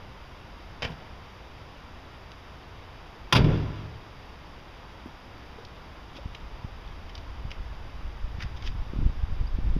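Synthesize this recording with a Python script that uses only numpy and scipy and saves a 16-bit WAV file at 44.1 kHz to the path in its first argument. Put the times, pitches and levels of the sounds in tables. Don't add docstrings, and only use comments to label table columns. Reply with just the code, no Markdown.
import sys
import numpy as np
from scipy import signal
from scipy.fft import rfft, irfft
from scipy.io import wavfile

SR = 44100
rng = np.random.default_rng(int(sys.argv[2]) if len(sys.argv) > 2 else 0)


def master_out(mix):
    frames = np.transpose(np.atleast_2d(mix))
    ceiling = np.clip(frames, -1, 1)
    pcm = np.round(ceiling * 32767).astype(np.int16)
    wavfile.write(sys.argv[1], SR, pcm)


N = 431738

# frequency in Hz, relative level in dB.
TRAFFIC_SPECTRUM = [(20, 9.5), (40, 12), (72, 13), (110, 6.5), (200, 1), (400, -2), (650, -2.5),
                    (980, -0.7), (1600, -7), (3400, -11.5), (4900, -14), (6500, -28.5), (8000, -39.5),
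                    (11000, -33.5), (15000, -37.5)]
TRAFFIC_DB = -45

# start in seconds, level in dB, T60 in seconds.
PROP_BLOWS = [(.8215, -26.5, 0.047), (.8268, -26, 0.058), (.8415, -28, 0.056), (.8482, -30, 0.083),
              (.876, -40, .06), (.903, -45, .08), (.918, -44, .09)]
# frequency in Hz, relative level in dB.
PROP_SPECTRUM = [(60, -13), (200, -2), (330, -6), (500, 9), (950, -1.5), (2200, 2), (3100, 0.5), (3700, -3),
                 (5200, -4), (6500, -20.5), (7800, -34), (10500, -32), (15000, -44)]
# frequency in Hz, level in dB, T60 in seconds.
ROD_MODES = [(71, -36.5, 0.43), (139, -40.5, 0.68), (242.6, -40.5, 0.36), (473, -33.5, 0.094),
             (550, -51, .09), (2360, -34, 0.092), (3060, -30.5, 0.06)]
# start in seconds, gain in dB, rise in seconds.
ROD_HITS = [(.828, .5, .003), (.847, 2, .002)]
# frequency in Hz, relative level in dB, T60 in seconds.
LOCK_MODES = [(872, -9, .35), (900, -12, .35), (957, -11, .35), (1010, -12, .2), (1340, -13, .3),
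              (1600, -14, .12), (2261, -1, .07), (2760, -4, .2), (2836, -6, .18), (3230, -12, .12),
              (3462, -4, .13), (4620, -12, .14), (4963, -15, .1)]
DULLING_DB_PER_DB, DULLING_FULL_HZ = .5, 9000

# delay in seconds, relative level in dB.
ECHO_ENVELOPE = [(.01, 11), (.07, -1), (.12, -7), (.2, -3), (.28, -9), (.45, -12.5), (.8, -49)]
# frequency in Hz, relative level in dB.
ECHO_SPECTRUM = [(40, -26), (150, -8), (350, -0.5), (550, -0.5), (900, 1.5), (1500, 1.5), (3000, -4.5),
                 (5000, -4.5), (7500, -7), (12000, -28)]

# start in seconds, level in dB, pitch in Hz, T60 in seconds.
KNOCK_EVENTS = [(.85, -36, 114, 0.23), (.898, -35, 153, 0.18), (5.0587, -30, 254, 0.039),
                (5.068, -35.5, 267, 0.047), (5.585, -37.5, 470, 0.056), (6.16, -42, 320, 0.07),
                (6.186, -37, 567, 0.051)]
# start in seconds, level in dB, T60 in seconds, resonance in Hz.
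CLICK_EVENTS = [(2.317, -38.5, .019, 2920), (5.6491, -36, 0.018, 4600), (6.348, -34, 0.031, 3070),
                (6.876, -49, .04, 3400), (7.094, -42.5, .046, 2900), (7.152, -35.5, 0.031, 4670),
                (7.178, -38.5, 0.031, 4400), (7.506, -38, 0.018, 2900), (7.515, -33, 0.029, 2800),
                (8.623, -39.5, 0.031, 3100), (8.6755, -35, .035, 3100)]
# multiple of the resonance frequency, relative level in dB.
GRIT_PEAK = [(.125, -36), (.45, -10), (.75, -1.5), (.9, -.5), (1, 2.5), (1.2, -2.5)]
# frequency in Hz, relative level in dB.
GRIT_TREBLE_SPECTRUM = [(5100, -5), (6200, -15.5), (6900, -25), (7600, -38), (11000, -33), (15000, -39)]

# start in seconds, level in dB, T60 in seconds.
SLAM_BLOWS = [(3.3248, -12.5, 0.048), (3.3268, -11, 0.046), (3.335, -33, .07), (3.3495, -19, .08),
              (3.3555, -20.5, 0.1), (3.3627, -20, 0.076), (3.3665, -21, 0.067), (3.379, -29, 0.052),
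              (3.402, -40, .05), (3.4425, -34, 0.088)]
# frequency in Hz, relative level in dB.
SLAM_SPECTRUM = [(60, -13), (200, -10), (600, -7), (1000, 3), (1500, -1), (1950, -5.5), (2300, 1.5),
                 (3600, -1.5), (5000, -2.5), (6200, -18.5), (7500, -28), (10500, -23), (15000, -31.5)]
# frequency in Hz, level in dB, T60 in seconds, start in seconds.
PANEL_MODES = [(27.5, -20, 0.82, 3.4), (46, -26, .5, 3.34), (67.9, -18.5, 1.08, 3.345),
               (104.4, -20.5, 1.32, 3.35), (127.5, -13, 0.39, 3.328), (150.6, -13.5, 0.64, 3.42),
               (171, -25, .45, 3.4), (196, -23.5, 0.49, 3.35), (259.7, -24, .75, 3.335),
               (292, -26, .5, 3.43), (318, -27.5, .55, 3.43), (382, -33, 0.56, 3.35),
               (437, -25.5, .55, 3.36), (457, -29.5, 0.55, 3.36), (618, -29, 0.46, 3.35)]
# start in seconds, level in dB.
REBOUNDS = [(3.327, -24), (3.35, -17.5), (3.399, -25), (3.443, -23.5), (3.485, -22), (3.52, -27.5),
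            (3.595, -29), (3.645, -35.5)]
# frequency in Hz, relative level in dB.
FLUTTER_SPECTRUM = [(20, -17), (70, -3.5), (140, 3), (220, -3), (320, -5), (480, -10.5), (700, -18),
                    (1200, -25), (3000, -31.5), (8000, -66)]
# frequency in Hz, relative level in dB.
RUMBLE_SPECTRUM = [(20, -8), (60, -2), (110, 5.5), (200, -10), (400, -32), (1500, -69)]
RUMBLE_START_S, RUMBLE_DB = 3.35, -22.5

# frequency in Hz, relative level in dB.
WIND_SPECTRUM = [(10, -1.5), (25, 4.5), (55, 1.5), (90, -7.5), (150, -18), (250, -32), (450, -51),
                 (1200, -87)]
WIND_START_S, WIND_FADE_IN_S, WIND_BASE_DB, WIND_GROWTH_DB_PER_S = 5.85, 0.66, -46, 4
SURGE_DB, FLAP_OVER_WIND_DB = 3.6, -30.5
# centre in seconds, half width in seconds, boost in dB.
WIND_GUSTS = [(8.7, 0.09, 5), (9.04, .06, 11.5), (9.39, 0.052, 4.5), (9.73, 0.12, 8.5)]
# centre in seconds, peak in dB, half width in seconds.
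STRONG_EDDIES = [(6.26, -26, .0026), (6.648, -25, .0029), (7.453, -27, 0.0035), (8.244, -22.5, 0.0077),
                 (8.387, -29, 0.0025), (8.448, -24.5, .0036), (8.936, -25.5, .0012), (8.963, -26, .0017),
                 (8.991, -20.5, .0025), (9.063, -12, 0.0052), (9.068, -23.5, 0.0018), (9.237, -18.5, 0.005),
                 (9.412, -20, .0048), (9.588, -23.5, 0.0017), (9.766, -17, 0.0018)]
EDDIES_PER_S, EDDY_OVER_WIND_DB, EDDY_HALF_WIDTH_S = 5, 1.5, 0.0044

# peak time in seconds, level in dB, swell in seconds, T60 in seconds,
# resonance in Hz, treble gain in dB.
SCUFF_EVENTS = [(6.171, -42.5, 0.012, 0.059, 3300, 1), (8.41, -38, .008, 0.076, 2100, -4),
                (8.425, -35, .005, 0.064, 1850, -2), (8.57, -44.5, .004, 0.067, 3320, 0),
                (8.675, -40.5, 0.03, .08, 3150, 1.5)]
# start in seconds, length in seconds, start and end pitch in Hz, level in dB.
BIRD_CALL = (9.464, .021, 4350, 5200, -47)


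def gain_of(db):
    return 10 ** (np.asarray(db) / 20)


def unit_rms(x):
    return x / np.sqrt(np.mean(x ** 2) + 1e-20)


def seconds(length_s):
    return np.arange(int(length_s * SR)) / SR


def add(mix, start_s, sound):
    part = mix[round(start_s * SR):][:len(sound)]
    part += sound[:len(part)]


def coloured(x, spectrum):
    hz, db = np.transpose(spectrum)
    bins_hz = np.fft.rfftfreq(len(x), 1 / SR)
    shape = gain_of(np.interp(np.log(bins_hz + 1), np.log(hz), db))
    return unit_rms(irfft(rfft(x) * shape, len(x)))


def noise(spectrum, size):
    return coloured(rng.standard_normal(size), spectrum)


def fade(t, t60_s, rise_s):
    return (1 - np.exp(-t / rise_s)) * np.exp(-np.log(1000) * t / t60_s)


def ring(modes, t, rise_s):
    return sum((-1) ** k * gain_of(db) * fade(t, t60_s, rise_s) * np.sin(2 * np.pi * hz * t)
               for k, (hz, db, t60_s) in enumerate(modes))


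def traffic():
    drift_db = 0.089 * noise([(1, -12), (5, 20), (15, -48), (60, -90)], N)
    return gain_of(TRAFFIC_DB + drift_db) * noise(TRAFFIC_SPECTRUM, N)


def clashes(blows, spectrum, lock_db):
    out, t = np.zeros(N), seconds(1)
    lock = gain_of(lock_db) * ring(LOCK_MODES, t, rise_s=0.00037)
    hardest_db = max(db for _, db, _ in blows)
    for start_s, db, t60_s in blows:
        loss_db = DULLING_DB_PER_DB * (hardest_db - db)
        dulled = [(hz, band_db - loss_db * min(hz / DULLING_FULL_HZ, 1) ** 2)
                  for hz, band_db in spectrum]
        steel = noise(dulled, len(t)) * fade(t, t60_s, rise_s=0.00043)
        add(out, start_s, gain_of(db) * (steel + lock))
    return out


def prop_rod():
    out = clashes(PROP_BLOWS, PROP_SPECTRUM, lock_db=-25)
    for start_s, db, rise_s in ROD_HITS:
        add(out, start_s, gain_of(db) * ring(ROD_MODES, seconds(1), rise_s))
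    return out


def building_echo(x):
    t = seconds(0.725)
    envelope = gain_of(np.interp(t, *np.transpose(ECHO_ENVELOPE)))
    tail = noise(ECHO_SPECTRUM, len(t)) * envelope
    return gain_of(-16.5) * signal.fftconvolve(x, tail / np.linalg.norm(tail))[:N]


def knocks():
    out, t = np.zeros(N), seconds(0.6)
    for start_s, db, hz, t60_s in KNOCK_EVENTS:
        puff = noise([(hz / 2, -8), (hz, 0), (hz * 2, -7), (hz * 10, -45)], len(t))
        tone = np.sin(2 * np.pi * hz * t)
        add(out, start_s, gain_of(db) * (tone + .5 * puff) * fade(t, t60_s, rise_s=0.00059))
    return out


def grit(resonance_hz, size, spread_db, treble_db):
    grains = rng.standard_normal(size) * gain_of(spread_db * rng.standard_normal(size))
    peak = [(resonance_hz * ratio, db) for ratio, db in GRIT_PEAK]
    treble = [(hz, db + treble_db) for hz, db in GRIT_TREBLE_SPECTRUM]
    return coloured(grains, sorted(peak + treble))


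def clicks():
    out, t = np.zeros(N), seconds(0.55)
    for start_s, db, t60_s, hz in CLICK_EVENTS:
        burst = grit(hz, len(t), spread_db=1.3, treble_db=-1.5) * fade(t, t60_s, rise_s=0.00033)
        ping = ring([(hz, -6, 0.51 * t60_s)], t, rise_s=0.0005)
        add(out, start_s, gain_of(db) * (burst + ping))
    return out


def bonnet_slam():
    out, t = clashes(SLAM_BLOWS, SLAM_SPECTRUM, lock_db=-14.5), seconds(1.1)
    for hz, db, t60_s, start_s in PANEL_MODES:
        add(out, start_s, ring([(hz, db, t60_s)], t, rise_s=0.024))
    for start_s, db in REBOUNDS:
        shudder = noise(FLUTTER_SPECTRUM, len(t)) * fade(t, t60_s=0.36, rise_s=0.0029)
        add(out, start_s, gain_of(db) * shudder)
    rumble = noise(RUMBLE_SPECTRUM, len(t)) * fade(t, t60_s=1.33, rise_s=0.1)
    add(out, RUMBLE_START_S, gain_of(RUMBLE_DB) * rumble)
    return out


def wind():
    t = np.arange(N) / SR
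    since_s = t - WIND_START_S
    gust_db = sum(db * np.exp(-((t - centre_s) / half_width_s) ** 2)
                  for centre_s, half_width_s, db in WIND_GUSTS)
    fade_in = np.clip(since_s / WIND_FADE_IN_S, 0, 1)
    strength = fade_in * gain_of(WIND_BASE_DB + WIND_GROWTH_DB_PER_S * since_s + gust_db)
    wander = noise([(1.5, -26), (5, 2), (11, 2), (25, -18), (90, -90)], N)
    surge = gain_of(SURGE_DB * np.minimum(wander, 1))
    buffet = noise(WIND_SPECTRUM, N)
    flap = noise([(60, -14), (150, 1.5), (300, 4), (450, -8.5), (900, -45), (2000, -76)], N)
    turbulence = buffet + gain_of(FLAP_OVER_WIND_DB + gust_db) * flap
    fade_out = np.clip((t[-1] - t) / 0.0025, 0, 1)
    return (strength * surge * turbulence + eddies(strength)) * fade_out


def eddy(t, half_width_s):
    u = t / half_width_s
    return -16 / np.sqrt(27) * u / (1 + u * u) ** 2


def eddies(wind_strength):
    out, t = np.zeros(N), seconds(1) - .5
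    for centre_s, db, half_width_s in STRONG_EDDIES:
        add(out, centre_s - .5, gain_of(db) * eddy(t, half_width_s))
    count = int((N / SR - WIND_START_S) * EDDIES_PER_S)
    for slot, (offset, size, breadth) in enumerate(rng.random((count, 3))):
        centre_s = WIND_START_S + (slot + offset) / EDDIES_PER_S
        strength = wind_strength[min(int(centre_s * SR), N - 1)]
        peak = strength * gain_of(EDDY_OVER_WIND_DB + 7 * (size - .5))
        add(out, centre_s - .5, peak * eddy(t, EDDY_HALF_WIDTH_S * (.5 + breadth)))
    return out


def scuffs():
    out, t = np.zeros(N), seconds(1) - .5
    for peak_s, db, swell_s, t60_s, hz, treble_db in SCUFF_EVENTS:
        pressure = np.exp(np.minimum(t / swell_s, -np.log(1000) * t / t60_s))
        clumps = gain_of(2.2 * noise([(10, -20), (70, 3), (200, -8), (900, -50)], len(t)))
        grains = grit(hz, len(t), spread_db=7, treble_db=treble_db)
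        add(out, peak_s - .5, gain_of(db) * pressure * unit_rms(clumps * grains))
    return out


def bird():
    start_s, length_s, start_hz, end_hz, db = BIRD_CALL
    out, t = np.zeros(N), seconds(length_s)
    whistle = signal.chirp(t, start_hz, length_s, end_hz) * np.hanning(len(t))
    add(out, start_s, gain_of(db) * whistle)
    return out


def scene():
    events = bonnet_slam() + prop_rod() + clicks() + scuffs() + knocks() + bird()
    return (events + building_echo(events) + traffic() + wind())[None]


def record(dry):
    for hz, width_hz in [(4210, 520), (7950, 600), (8780, 450), (12620, 1000)]:
        dry = signal.lfilter(*signal.iirnotch(hz, hz / width_hz, fs=SR), dry)
    lowpass = signal.firwin(801, cutoff=15300, window=("kaiser", 9), fs=SR)
    return signal.oaconvolve(dry, lowpass[None], "same")


dry = scene()
out = record(dry)
master_out(out)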